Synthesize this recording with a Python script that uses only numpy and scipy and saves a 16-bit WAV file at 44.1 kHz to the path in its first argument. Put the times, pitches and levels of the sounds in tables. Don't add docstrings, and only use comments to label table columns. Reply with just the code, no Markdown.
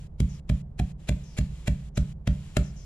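import sys
import numpy as np
from scipy import signal
from scipy.fft import rfft, irfft
from scipy.io import wavfile

SR = 44100
rng = np.random.default_rng(int(sys.argv[2]) if len(sys.argv) > 2 else 0)


def bounce(signal):
    frames = np.transpose(np.atleast_2d(signal))
    limited = np.clip(frames, -1, 1)
    pcm = np.round(limited * 32767).astype(np.int16)
    wavfile.write(sys.argv[1], SR, pcm)


N = 125685

# (time [s], thump gain [dB], knock gain [dB], knock pitch [Hz], knock t60 [s],
# clay gain [dB], crush gain [dB], crush length [s], treble gain [dB], scrape gain [dB])
BLOWS = [(0.2038, 1.5, -2.5, 361, 0.059, -9, -3.5, .0015, 2, -12.5),
         (0.499, 1, 1, 628, 0.031, -5.5, -5, 0.0055, -2.5, -17),
         (0.7987, -1.5, 2.5, 737, 0.042, -1, -6.5, 0.0064, -1.5, -4),
         (1.093, -1, 8, 584, 0.023, -3, -2.5, 0.0052, -1, 4),
         (1.3884, -0.5, -6.5, 585, 0.039, 3.5, -8.5, 0.0019, 2.5, 8.5),
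         (1.681, 0, 4, 624, 0.037, 2, -4.5, 0.0074, 1, 3),
         (1.9776, 0.5, 3, 627, 0.035, -2.5, -3.5, 0.0049, 1, -2.5),
         (2.2766, 1.5, 5.5, 647, 0.018, -2.5, -1, 0.0038, -4, -12),
         (2.5702, 1, 13.5, 611, 0.024, 2.5, 6, 0.0022, 0.5, -4.5)]
# (time [s], crush gain [dB])
SLIPS = [(1.125, -18), (1.412, -11)]
# (frequency [Hz], gain [dB])
CRUSH_EQ = [(150, -66), (350, 5), (750, -5), (1100, -8.5), (1400, -5.5), (1800, -4.5), (2400, 0.5),
            (3200, 2.5), (4200, -2.5), (5200, -7.5), (6400, -8.5), (7300, -5), (8700, -15.5),
            (10700, -16.5), (12500, -22.5), (15500, -30)]
# (frequency [Hz], level [dB], t60 [s])
BOWL_MODES = [(300, -40, 0.084), (375.7, -35, 0.042), (418, -53.5, 0.15), (594.5, -50, .25)]
# (frequency [Hz], relative level [dB], t60 [s])
CLAY_MODES = [(1400, -15, 0.074), (1852, 0.5, 0.0083), (2081, -2, 0.0087), (2391, 5.5, 0.0083),
              (2782, -0.5, 0.016), (3360, -6.5, 0.0083), (4263, -5.5, 0.023)]
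# (frequency [Hz], level [dB], t60 [s])
BOOM_MODES = [(55.6, -38, 1), (61.36, -37, 1.0), (101.6, -17.5, 0.11), (122.6, -29, 0.42),
              (138.05, -27.5, 0.62), (158.03, -33, 0.76), (173.56, -26.5, 0.39), (198.45, -35, 0.61),
              (234.4, -37, 0.13)]
# (delay [s], level [dB])
REBOUNDS = [(.0022, -18), (0.0112, -19.5), (.019, -27), (0.0238, -19.5), (.0402, -22.5), (0.056, -24)]
# (frequency [Hz], t60 [s])
ROOM_DECAY = [(200, 0.55), (600, 0.2837), (2500, 0.43), (7000, 0.42), (14000, 0.42)]
# (frequency [Hz], gain [dB])
ROOM_EQ = [(80, -13), (300, -9.5), (700, -9), (2500, -13.5), (7000, -13.5), (14000, -14.5)]
# (start [s], length [s], level [dB])
CHIRPS = [(0.282, 0.11, -58), (1.225, 0.28, -61.5), (1.941, .08, -54), (2.627, 0.1, -58),
          (2.754, 0.12, -57.5)]
# (frequency [Hz], gain [dB])
HISS_EQ = [(300, -5), (900, 5.5), (1500, 2.5), (3000, 7), (5000, 0), (6500, -0.5), (7400, 1), (8800, -6.5),
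           (10700, -10.5), (12500, -17), (15500, -19)]
# (time [s], level [dB])
HISS_RIDE = [(0, -62), (.35, -62), (.9, -62), (0.999, -64.5), (1.249, -62), (1.6, -61), (1.9, -62),
             (2.35, -59.5), (2.55, -59), (2.741, -63), (2.85, -64)]
# (start [s], end [s])
LULLS = [(.072, .198), (.398, .492), (.616, .79), (.921, .998), (1.891, 1.96), (2.128, 2.27)]
# (frequency [Hz], gain [dB])
RUMBLE_EQ = [(20, -9), (40, -1.5), (60, 1), (85, -4), (115, -17), (150, -9), (200, -17.5), (300, -27.5),
             (500, -30.5), (750, -35), (1300, -49), (3000, -63.5), (8000, -73.5), (15000, -81)]
# (frequency [Hz], likeness [0-1])
STEREO_LIKENESS = [(100, 1), (600, 0.62), (2000, 0.82), (5000, 0.27), (14000, 1)]
# (frequency [Hz], left minus right [dB])
PORT_BALANCE = [(200, -1.5), (380, 4), (600, -5.5), (900, 0.5), (2000, 1.5), (3500, 1), (5000, 3),
                (7300, 11.5), (8800, 3), (10700, -21.5), (13000, -1), (15000, -3)]
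# (frequency [Hz], left lead [rad])
PORT_PHASE = [(0, 0), (2760, 1.5337), (4130, 1.36), (4650, 6.5), (5600, 7.5), (6890, 9), (7670, 4.5),
              (11800, 8), (13100, 8), (15500, 8)]

PRE_ROLL_S = .05


def pounding():
    t = np.arange(SR) / SR - PRE_ROLL_S
    close, room = np.zeros((2, 2, N))
    for time, thump_db, knock_db, knock_hz, knock_t60, clay_db, *paste in BLOWS:
        grit = crush(t, *paste)
        hit = grit + amp(knock_db) * knock(t, knock_hz, knock_t60) + amp(clay_db) * clay_ring(t, grit)
        add(close, time - PRE_ROLL_S, hit + amp(thump_db) * thump(t))
        add(room, time - PRE_ROLL_S, kitchen(hit))
    for time, db in SLIPS:
        add(close, time - PRE_ROLL_S, crush(t, db, length=.0012, treble_db=-11, scrape_db=-25))
    return close + amp(-4.5) * thump(np.arange(N) / SR + .09), room


def crush(t, crush_db, length, treble_db, scrape_db):
    rise_s, fall_s, swell_s, scrape_s, grain_db = .0011, .002, .012, .023, 3.5
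    scrape = np.exp(-abs(t) / swell_s) * np.clip((t + scrape_s) / .004, 0, 1) * (t < 0)
    burst = np.exp(np.minimum(t + length, 0) / rise_s - np.maximum(t, 0) / fall_s)
    burst *= np.clip(1 + t / length / 2, .5, 1)
    cracks = rng.standard_normal((2, len(t))) * amp(grain_db * np.minimum(rng.exponential(1, len(t)), 5))
    grit = unit(eq(stereo(cracks), CRUSH_EQ))
    grit = eq(grit, [(2300, 0), (9200, treble_db)])
    return grit * (amp(crush_db - 28.5) * burst + amp(scrape_db - 44) * scrape)


def knock(t, cavity_hz, cavity_t60):
    rise_s, cavity_db = .0019, -27.5
    return ring(BOWL_MODES + [(cavity_hz, cavity_db, cavity_t60)], t + rise_s, rise_s)


def clay_ring(t, grit):
    wall = ring(CLAY_MODES, t[t >= 0], rise_s=1 / SR)
    return amp(-11) * signal.fftconvolve(grit, wall[None] / np.linalg.norm(wall), axes=1)[:, :SR]


def thump(t):
    press_s, release_s, rebound_hz = .0077, .0014, 128.6
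    rock_hz, rise_s, hold_s, stop_s = 60.7, .006, .0563, .0024
    press = -amp(-35) * np.exp(np.minimum(t, 0) / press_s - np.maximum(t, 0) / release_s)
    gate = np.clip(t / rise_s, 0, 1) * (1 - np.tanh((t - hold_s) / stop_s)) / 2
    rock = amp(-22.5) * gate * np.sin(2 * np.pi * rock_hz * t)
    out = press + rock + ring(BOOM_MODES, t, rise_s=.0096)
    for delay, db in REBOUNDS:
        spread = (np.pi * rebound_hz * (t - delay)) ** 2
        out += amp(db) * (1 - 2 * spread) * np.exp(-spread)
    return out


def kitchen(x):
    likeness, early_db, early_t60 = .55, -12.5, .12
    t = np.arange(SR // 2) / SR
    hz, age, bands = signal.stft(stereo(rng.standard_normal((2, len(t))), likeness), SR, nperseg=256)
    bands *= amp(-60 * age / curve(ROOM_DECAY, hz)[:, None])
    tail = signal.istft(bands, SR)[1][:, :len(t)] * np.minimum(t / .0035, 1)
    tail = eq(tail / np.linalg.norm(tail[0]), ROOM_EQ)
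    early = stereo(rng.standard_normal(tail.shape), likeness) * amp(-60 * t / early_t60) * (t > .002)
    reverb = tail + amp(early_db) * early / np.linalg.norm(early[0])
    return signal.fftconvolve(x, reverb, axes=1)[:, :x.shape[1]]


def chirps():
    start_hz, sag_hz_per_s, width_hz, rise_s = 6270, 9100, 1560, .018
    out = np.zeros((2, N))
    for start, length, db in CHIRPS:
        t = np.arange(0, length, 1 / SR)
        noise = rng.standard_normal((2, len(t))) + 1j * rng.standard_normal((2, len(t)))
        rasp = signal.lfilter(*signal.butter(3, width_hz / 2, fs=SR), noise)
        sweep = np.exp(2j * np.pi * np.cumsum(start_hz - sag_hz_per_s * t) / SR)
        envelope = np.minimum(t / rise_s, 1) * np.sqrt(1 - t / length)
        add(out, start, amp(db) * unit(stereo((rasp * sweep).real)) * envelope)
    return out


def hiss():
    t = np.arange(N) / SR
    waver_db = unit(sum(np.sin(2 * np.pi * (hz * t + rng.random())) for hz in np.geomspace(1, 20, 20)))
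    return amp(np.interp(t, *np.transpose(HISS_RIDE)) + waver_db) * noise_bed(HISS_EQ)


def lulls(x):
    depth_db, close_s, open_s, crossover_hz = -30, .012, .028, 660
    t = np.arange(N) / SR
    duck = sum(np.clip(np.minimum((t - start) / close_s, (end - t) / open_s), 0, 1)
               for start, end in LULLS)
    low = irfft(rfft(x) / (1 + (freqs(x) / crossover_hz) ** 10), N)
    return low + (x - low) * amp(depth_db * duck)


def rumble():
    return amp(-42.5) * noise_bed(RUMBLE_EQ)


def noise_bed(tone):
    return unit(eq(stereo(rng.standard_normal((2, N))), tone))


def ring(modes, t, rise_s):
    t = np.maximum(t, 0)
    partials = sum(amp(db - 60 * t / t60) * np.sin(2 * np.pi * hz * t) for hz, db, t60 in modes)
    return (1 - np.exp(-t / rise_s)) * partials


def stereo(x, likeness=1):
    left, right = rfft(x)
    blend = np.clip(likeness * curve(STEREO_LIKENESS, freqs(x)), 0, .99)
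    return irfft(np.array([left, blend * left + np.sqrt(1 - blend ** 2) * right]), x.shape[-1])


def eq(x, points):
    return irfft(rfft(x) * amp(curve(points, freqs(x))), x.shape[-1])


def curve(points, hz):
    point_hz, value = np.transpose(points)
    return np.interp(np.log(hz + 1), np.log(point_hz), value)


def freqs(x):
    return np.fft.rfftfreq(x.shape[-1], 1 / SR)


def amp(db):
    return 10 ** (np.asarray(db) / 20)


def unit(x):
    return x / np.sqrt(np.mean(x ** 2) + 1e-20)


def add(mix, start_s, sound):
    part = mix[..., round(start_s * SR):][..., :sound.shape[-1]]
    part += sound[..., :part.shape[-1]]


def scene():
    close, room = pounding()
    return close + lulls(room + hiss() + chirps()) + rumble()


def record(dry):
    hz, side = freqs(dry), np.array([[.5], [-.5]])
    balance = amp(side * curve(PORT_BALANCE, hz))
    phase = side * np.interp(hz, *np.transpose(PORT_PHASE))
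    ports = irfft(rfft(dry) * balance * np.exp(1j * phase), N)
    high_cut = signal.firwin(401, cutoff=15600, window=("kaiser", 9), fs=SR)
    return signal.oaconvolve(ports, high_cut[None], "same")


dry = scene()
out = record(dry)
bounce(out)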